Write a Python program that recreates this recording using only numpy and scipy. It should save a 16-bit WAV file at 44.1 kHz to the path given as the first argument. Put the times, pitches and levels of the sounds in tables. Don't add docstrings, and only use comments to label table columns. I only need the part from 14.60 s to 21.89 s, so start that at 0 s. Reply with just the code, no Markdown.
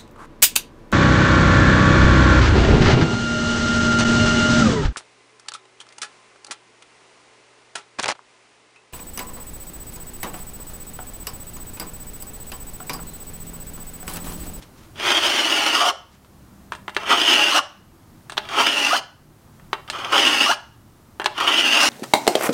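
import sys
import numpy as np
from scipy import signal
from scipy.fft import rfft, irfft, next_fast_len
from scipy.io import wavfile
from scipy.ndimage import uniform_filter1d, map_coordinates

SR = 44100
rng = np.random.default_rng(int(sys.argv[2]) if len(sys.argv) > 2 else 0)


def file_out(sig):
    cols = np.atleast_2d(sig).T
    lim = np.clip(cols, -1, 1)
    pcm = np.round(lim * 32767).astype(np.int16)
    wavfile.write(sys.argv[1], SR, pcm)


N = 321489

# (frequency [Hz], level [dB])
RUMBLE_SPECTRUM = [(13, -30.5), (22, 0.5), (43, -11.5), (71, -2), (119, -1), (173, -5.5), (200, -5),
                   (275, -15), (306, -8), (346, -8), (367, -17.5), (400, -15.5), (520, -47.5), (880, -120)]
HISS_SPECTRUM = [(150, -24), (250, -0.5), (278, -11), (557, -13), (618, -12.5), (1220, -14.5), (1450, -18),
                 (2570, -25.5), (13700, -29), (16000, -31)]
ECHO_SPECTRUM = [(200, -13.5), (500, 6), (1200, -3), (2100, -1.5), (3000, -4.5), (6000, -4.5), (14000, 3.5)]
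RUSTLE_SPECTRUM = [(300, -19), (1200, 1), (3000, -2.5), (6500, -6), (15000, -24)]
KNOCK_SPECTRUM = [(100, -46.5), (220, -21.5), (350, -3.5), (520, -12), (900, 4.5), (1400, 3.5),
                  (2200, -4.5), (3300, -8.5), (4500, -25), (7000, -30), (15000, -40)]
CLICK_SPECTRUM = [(800, -27.5), (3000, 9), (5500, -1), (7200, -4.5), (8600, 3), (11000, -19),
                  (16000, -23.5)]
GRIT_SPECTRUM = [(2000, -25), (3300, -25.5), (4050, 0.5), (4900, 1), (5600, -0.5), (6400, -3.5),
                 (7500, -12), (8600, -10), (9600, -11), (11000, -22.5), (12700, -21.5), (13900, -17.5),
                 (15000, -30.5), (16000, -22)]
RASP_SPECTRUM = [(100, -64), (190, -15.5), (260, -6), (500, -5.5), (700, -2.5), (1100, -3.5), (2000, 2.5),
                 (2500, 5), (3500, -8.5), (4500, -18.5), (9000, -38.5)]
HOLLOW_SPECTRUM = [(100, -56.5), (300, -25.5), (550, -11.5), (800, -7), (1000, -2.5), (1300, 2),
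                   (1600, -13.5), (2400, -40), (6000, -52.5)]
# (pitch [Hz], level [dB], loudest at [s])
TRAFFIC_DRONES = [(66.8, -3.5, 1.3), (87.5, -12.5, 3.0), (113.4, -6, 6), (149, -9, 4.7), (195.5, -5, 2.3)]
# (frequency [Hz], fade time [s])
ECHO_FADES = [(200, 0.22), (1200, 0.41), (3000, 0.41), (6000, 0.41), (14000, 0.066)]
# (middle [s], half length [s], level [dB])
HAND_SHIFTS = [(0.022, 0.048, -51), (0.209, 0.057, -54), (1.542, .03, -48)]
# (time [s], level [dB], then on top of that: click [dB], ring [dB], clink [dB])
FILE_TAPS = [(0.024, -41.5, 1.5, -23, -16.5), (1.647, -37.5, -20, -26.5, -7), (2.121, -11.5, -23, -18, -29),
             (2.134, -24.5, -15.5, -24.5, -11.5), (2.151, -25, -10, -11.5, -24),
             (2.2805, -14, -31, -16, -21.5), (2.2945, -21, -19.5, -20.5, -13), (2.348, -33, 1, -28, -14),
             (2.3654, -5, -19, -7.5, -5), (3.697, -19.5, -11.5, -8.5, -10.5),
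             (3.721, -22, -6.5, -23.5, -12), (3.7702, -16.5, -16, -18.5, -5),
             (3.7781, -6.5, -24, -9.5, 0.5), (4.997, -34, -33.5, -12.5, -26),
             (5.1304, -4, -29, -8.5, -11.5), (5.300, -18, 0.5, -4, 2.5), (6.598, -9.5, -22, -5.5, -18),
             (6.617, -17.5, -29, -20, -16), (6.644, -18.5, -6.5, -1, -12), (6.6591, 0.5, -23, -12, -5)]
# (pitch [Hz], level [dB], fade time [s])
TAP_NOTES = [(385, -1.5, 0.043), (610, -8, 0.096), (821, -11, 0.024), (866, -11.5, 0.18),
             (1260, -11, 0.017), (1735, 2.5, 0.047), (1920, -10, .045), (2740, -13, 0.24),
             (3045, -15, 0.065), (4360, -13.5, 0.049), (6010, -14, 0.043), (8140, -29, .04)]
# (start [s], end [s], squeak climb [octaves], squeak level [dB],
# extra grit [dB], extra hollow sound [dB], extra blade ring [dB])
SLAB_ENDS = [(1.148, 1.298, 0.089, -16, 2.5, 11.5, -0.5), (2.918, 3.001, 0.55, -15, 2.5, 10.5, -2.5),
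             (4.3, 4.374, .62, -13.5, 2.5, 6.5, -4.5), (5.859, 5.939, .64, -13.5, 2, -3.5, -3.5),
             (7.203, 7.273, 0.57, -16.5, 5.5, -0.5, -9.5)]
# (start [share of run-out], end [share of run-out], first pitch [Hz],
# climb [times the run-out's climb], extra level [dB])
END_SQUEAKS = [(0, .88, 1114, 1.1, 1), (.37, 1, 675, 1.8, 1)]
# (time [s], level [dB], fade time [s])
GRAIN_SNAGS = [(0.357, -29, 0.021), (0.398, -15, .04), (0.485, -11.5, 0.034), (2.432, -19.5, .035),
               (2.494, -7.5, .04), (2.525, 0, .015), (2.615, 1, .02), (3.852, -23.5, .03),
               (3.888, -17.5, 0.036), (4.068, 4, 0.019), (4.247, -4.5, 0.034), (5.277, -27.5, 0.069),
               (5.386, -21, 0.1), (5.446, -12.5, 0.036), (5.523, -7.5, .04), (5.579, 0, 0.033),
               (5.772, -12.5, .035), (5.807, -5, 0.038), (6.778, -11.5, 0.08), (6.801, -7.5, 0.14),
               (6.875, -1.5, 0.061)]
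# (pitch [Hz], width [Hz], level [dB])
SLAB_NOTES = [(582, 30, 5.5), (834, 22, 9.5), (920, 79, -5), (1364, 120, -1), (1730, 150, -11.5)]
# (touch [s], full bite [s], lift [s], time to bear down [s], light touch against
# full bite [dB], level [dB], extra hollow sound at first [dB], blade ring [dB], lowest blade note [Hz])
FILE_PUSHES = [(0.355, 0.462, 1.3, .105, -29.5, -28, 7, 6, 2944),
               (2.384, 2.513, 2.9915, .065, -18, -27, 13, 8, 2880),
               (3.828, 3.988, 4.385, .135, -29, -27.5, 17.5, 7, 2833),
               (5.329, 5.529, 5.94, 0.029, -17, -27, 16.5, 7, 2848),
               (6.74, 6.888, 7.31, .15, -27, -25, 14, 9, 2780)]

RUMBLE_DB, HISS_DB = -47.5, -52
CLINK_HZ, CLINK_WIDTH_HZ, CLINK_FADE_S = 3350, 1700, .035
SPEED_DB, SPEED_S = 9, 0.25
UNEVEN_DB, UNEVEN_PER_S = 1, 14
SEAT_S = .055
RASP_DB, RASP_UNSEATED_DB, RASP_END_DB = 1.5, 3, -5
RING_SWELL_DB, RING_PEAK_S = 2.5, 0.074
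SAG_HZ, SAG_SHARE, RECOVER_HZ = 240, .6, 80
GRIT_ECHO_S, GRIT_ECHO_SHRINK = 0.000889, .45
DUCK_ABOVE_DB, DUCK_RANGE_DB, DUCK_MAX_DB, DUCK_S = -31, 11.5, 11.5, 0.39
TOP_HZ = 15900


def amp(db):
    return 10 ** (np.asarray(db) / 20)


def unit(x):
    return x / np.sqrt(np.mean(x ** 2) + 1e-20)


def along(points, hz):
    freqs, values = np.transpose(points)
    return np.interp(np.log(hz + 1), np.log(freqs + 1), values)


def gate(start, end, fade):
    t = np.arange(N) / SR
    return np.clip(np.minimum(t - start, end - t) / fade + .5, 0, 1)


def wobble(rate):
    return map_coordinates(rng.standard_normal(int(N * rate / SR) + 4), [np.arange(N) * rate / SR])


def filtered(x, response):
    size = next_fast_len(len(x) + SR // 4)
    return irfft(rfft(x, size) * response(np.fft.rfftfreq(size, 1 / SR)), size)[:len(x)]


def coloured(x, spectrum, size=4096):
    cepstrum = irfft(np.log(amp(along(spectrum, np.fft.rfftfreq(size, 1 / SR)))))
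    cepstrum[1:size // 2] *= 2
    cepstrum[size // 2 + 1:] = 0
    return signal.oaconvolve(x, irfft(np.exp(rfft(cepstrum))))[:len(x)]


def resonate(x, hz, width):
    turn = np.exp(2j * np.pi * np.cumsum(np.broadcast_to(hz, x.shape)) / SR)
    keep = np.exp(-np.pi * abs(width) / SR)
    return 2 * (signal.lfilter([1 - keep], [1, -keep], x / turn) * turn).real


def add(track, s, sound):
    part = track[max(round(s * SR), 0):][:len(sound)]
    part += sound[:len(part)]


def outdoors():
    t = np.arange(N) / SR
    noise = lambda spectrum: unit(filtered(rng.standard_normal(N), lambda hz: amp(along(spectrum, hz))))
    traffic = np.zeros(N)
    for hz, db, s in TRAFFIC_DRONES:
        swell = amp(db) / (1 + ((t - s) / 0.84) ** 2)
        traffic += swell * np.sqrt(2) * np.sin(2 * np.pi * hz * t + 0.52 * wobble(2.8))
    rumble = amp(RUMBLE_DB + 1.1 * wobble(9.9)) * (amp(-1.5) * noise(RUMBLE_SPECTRUM) + traffic)
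    return rumble + amp(HISS_DB + .8 * wobble(2)) * noise(HISS_SPECTRUM)


def yard(x, echo_db, wall_s, wall_db):
    hz, t, noise = signal.stft(rng.standard_normal(int(SR * .6)), SR, nperseg=256)
    fade = amp(along(ECHO_SPECTRUM, hz)[:, None] - 60 * t / along(ECHO_FADES, hz)[:, None])
    far_wall = 1 + amp(wall_db) * np.exp(-((t - wall_s) / 0.018) ** 2)
    onset = np.clip(t / 0.0027, 0, 1)
    tail = signal.istft(noise * fade * far_wall * onset, SR, nperseg=256)[1]
    return amp(echo_db) * signal.fftconvolve(x, tail / np.linalg.norm(tail))[:N]


def near_echoes(x, share, drift_s, count=5):
    t = np.arange(N) / SR
    out = x.copy()
    for delay in np.geomspace(.0021, .0115, count):
        path_s = delay + drift_s * wobble(5)
        out += share * map_coordinates(x, [(t - path_s) * SR], order=2)
    return out / np.sqrt(1 + count * share ** 2)


def rustles():
    t = np.arange(N) / SR
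    swell = sum(amp(db) * np.exp(-((t - s) / half) ** 2) for s, half, db in HAND_SHIFTS)
    return swell * unit(coloured(rng.standard_normal(N) * amp(3.7 * wobble(94)), RUSTLE_SPECTRUM))


def taps():
    out, t = np.zeros(N), np.arange(SR // 4) / SR
    burst = lambda fade_s: amp(-60 * t / fade_s) * rng.standard_normal(len(t))
    at_peak = lambda x, db: amp(db) * x / np.max(np.abs(x))
    for s, db, click_db, ring_db, clink_db in FILE_TAPS:
        grip = 1 + 0.01 * rng.standard_normal()
        ring = np.zeros(len(t))
        for hz, note_db, fade_s in TAP_NOTES:
            fade = amp(note_db + rng.normal(0, 2.5) - 60 * t / fade_s)
            ring += fade * np.sin(2 * np.pi * (grip * hz * t + rng.random()))
        ring *= 1 - np.exp(-t / 0.00046)
        knock = coloured(burst(0.012) + 0.24 * burst(0.088), KNOCK_SPECTRUM)
        click = coloured(burst(0.003) + 0.26 * burst(0.073), CLICK_SPECTRUM)
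        clink = resonate(burst(CLINK_FADE_S), CLINK_HZ, CLINK_WIDTH_HZ)
        clink = resonate(clink, CLINK_HZ, CLINK_WIDTH_HZ)
        ringing = at_peak(ring, ring_db) + at_peak(clink, clink_db)
        impact = at_peak(knock, -0.5) + at_peak(click, click_db + 7)
        add(out, s, amp(db) * (ringing + impact))
    return out


def squeaks():
    out = np.zeros(N)
    for start, end, octaves, level_db, *_ in SLAB_ENDS:
        for enters, leaves, from_hz, climb, db in END_SQUEAKS:
            size = max(round((leaves - enters) * (end - start) * SR), 64)
            rise = octaves * climb * np.linspace(0, 1, size) ** 1.5
            hz = from_hz * 2 ** (rise + 0.027 * wobble(200)[:size])
            rough = unit(resonate(resonate(rng.standard_normal(size), hz, 120), hz, 400))
            tone = np.sqrt(2) * np.sin(2 * np.pi * np.cumsum(hz) / SR)
            clear = amp(2 * (level_db + db + 12))
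            swell = amp(level_db + db) * signal.windows.tukey(size, .25)
            add(out, start + enters * (end - start), swell * unit(clear * tone + rough))
    return out


def snags(level_db):
    jolts, t = np.zeros(N), np.arange(SR // 10) / SR
    for s, db, fade_s in GRAIN_SNAGS:
        add(jolts, s, amp(db + level_db - 60 * t / fade_s) * rng.standard_normal(len(t)))
    return jolts


def teeth(grains_per_s, spread_db, chatter_db, dust):
    hits = (rng.random(N) < grains_per_s / SR) * rng.choice([-1, 1], N)
    sizes = amp(spread_db * np.clip(rng.standard_normal(N), -2, 2))
    force = unit(hits * sizes) + dust * rng.standard_normal(N)
    clumps = amp(chatter_db * wobble(170) + 1.3 * wobble(35))
    return unit(force * clumps)


def fine_grit(drive, progress, echo_share=.35):
    grit = coloured(drive * amp(0.92 * wobble(22)), GRIT_SPECTRUM)
    delay_s = GRIT_ECHO_S * (1 - GRIT_ECHO_SHRINK * progress + 0.067 * wobble(14))
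    echo = map_coordinates(grit, [np.arange(N) - delay_s * SR], order=3)
    return (grit + echo_share * echo) / np.sqrt(1 + echo_share ** 2)


def blade_ring(drive, ring_db, blade_hz):
    wavering_hz = blade_hz * (1 + 0.019 * wobble(35))
    ring = resonate(drive * amp(ring_db + 0.43 * wobble(30)), wavering_hz, width=180)
    return resonate(ring, blade_hz, width=1200)


def hand():
    t = np.arange(N) / SR
    rows = np.array(FILE_PUSHES)
    current = np.searchsorted((rows[1:, 0] + rows[:-1, 2]) / 2, t)
    _, bite, lift, bear_s, light_db, level_db, loose_db, ring_db, lowest_hz = rows[current].T
    contact = sum(gate(row[0], row[2], fade=0.03) for row in FILE_PUSHES)
    lightness = np.clip((bite - t) / bear_s, 0, 1)
    press_db = level_db + light_db * lightness + UNEVEN_DB * wobble(UNEVEN_PER_S)
    since_bite = np.maximum(t - bite, 0)
    progress = np.clip((t - bite) / (lift - bite), -.15, 1)
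    speed_db = SPEED_DB * (1 - np.exp(-since_bite / SPEED_S)) * (contact > 0)
    unseated = np.exp(-(since_bite / SEAT_S) ** 2)
    rasp_db = RASP_DB + RASP_UNSEATED_DB * unseated
    hollow_db = loose_db * unseated
    ring_db = ring_db + RING_SWELL_DB * since_bite / RING_PEAK_S * np.exp(1 - since_bite / RING_PEAK_S)
    blade_hz = lowest_hz + SAG_HZ * np.maximum(1 - progress / SAG_SHARE, 0)
    return contact, progress, press_db, speed_db, rasp_db, hollow_db, ring_db, blade_hz


def strokes(end_fade_s=.04):
    contact, progress, press_db, speed_db, rasp_db, hollow_db, ring_db, blade_hz = hand()
    ends = np.array([gate(start, end + end_fade_s, end_fade_s) for start, end, *_ in SLAB_ENDS])
    ending = ends.sum(axis=0)
    *_, end_grit_db, end_hollow_db, end_ring_db = np.transpose(SLAB_ENDS)
    force_db = press_db + end_grit_db @ ends
    rasp_db += RASP_END_DB * ending
    hollow_db += end_hollow_db @ ends + 2 * wobble(12)
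    ring_db += end_ring_db @ ends
    blade_hz += RECOVER_HZ * ending
    force = teeth(grains_per_s=3400, spread_db=4.0, chatter_db=0.65, dust=0.51)
    drive = amp(speed_db) * (contact * amp(force_db) * force + snags(level_db=-18.5))
    grit = fine_grit(drive, progress)
    rasp = coloured(drive * amp(rasp_db), RASP_SPECTRUM)
    slab = rasp + sum(amp(db + 0.5) * resonate(rasp, hz, width) for hz, width, db in SLAB_NOTES)
    bending = resonate(rasp, 315 * (blade_hz / 2950) ** 2, width=69)
    squeaking = sum(gate(start, end, fade=0.014) for start, end, *_ in SLAB_ENDS)
    hollow = coloured(drive * amp(hollow_db - 4.3 * squeaking), HOLLOW_SPECTRUM)
    blade = blade_ring(drive, ring_db, blade_hz)
    stone = near_echoes(amp(10) * (slab + grit), share=0.23, drift_s=.00015)
    late = lambda x, samples: np.pad(x, (samples, 0))[:N]
    scrape = stone + amp(21) * bending + amp(11.5) * late(hollow, 330) + amp(19) * late(blade, 40)
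    return signal.sosfilt(signal.butter(2, 110, 'high', fs=SR, output='sos'), scrape)


def scene():
    work = strokes() + squeaks() + taps() + rustles()
    return (work + yard(work, echo_db=-15.5, wall_s=0.062, wall_db=-6.5) + outdoors())[None]


def record(dry):
    level_db = 10 * np.log10(np.abs(uniform_filter1d(dry[0] ** 2, size=1024)) + 1e-12)
    loud = np.clip((level_db - DUCK_ABOVE_DB) / DUCK_RANGE_DB, 0, 1)
    keep = np.exp(-1 / (DUCK_S * SR))
    ducked = dry[0] * amp(-DUCK_MAX_DB * signal.lfilter([1 - keep], [1, -keep], loud))
    rounded = ducked / (1 + np.abs(ducked) ** 6) ** (1 / 6)
    return filtered(rounded, lambda hz: hz < TOP_HZ)[None]


dry = scene()
out = record(dry)
file_out(out)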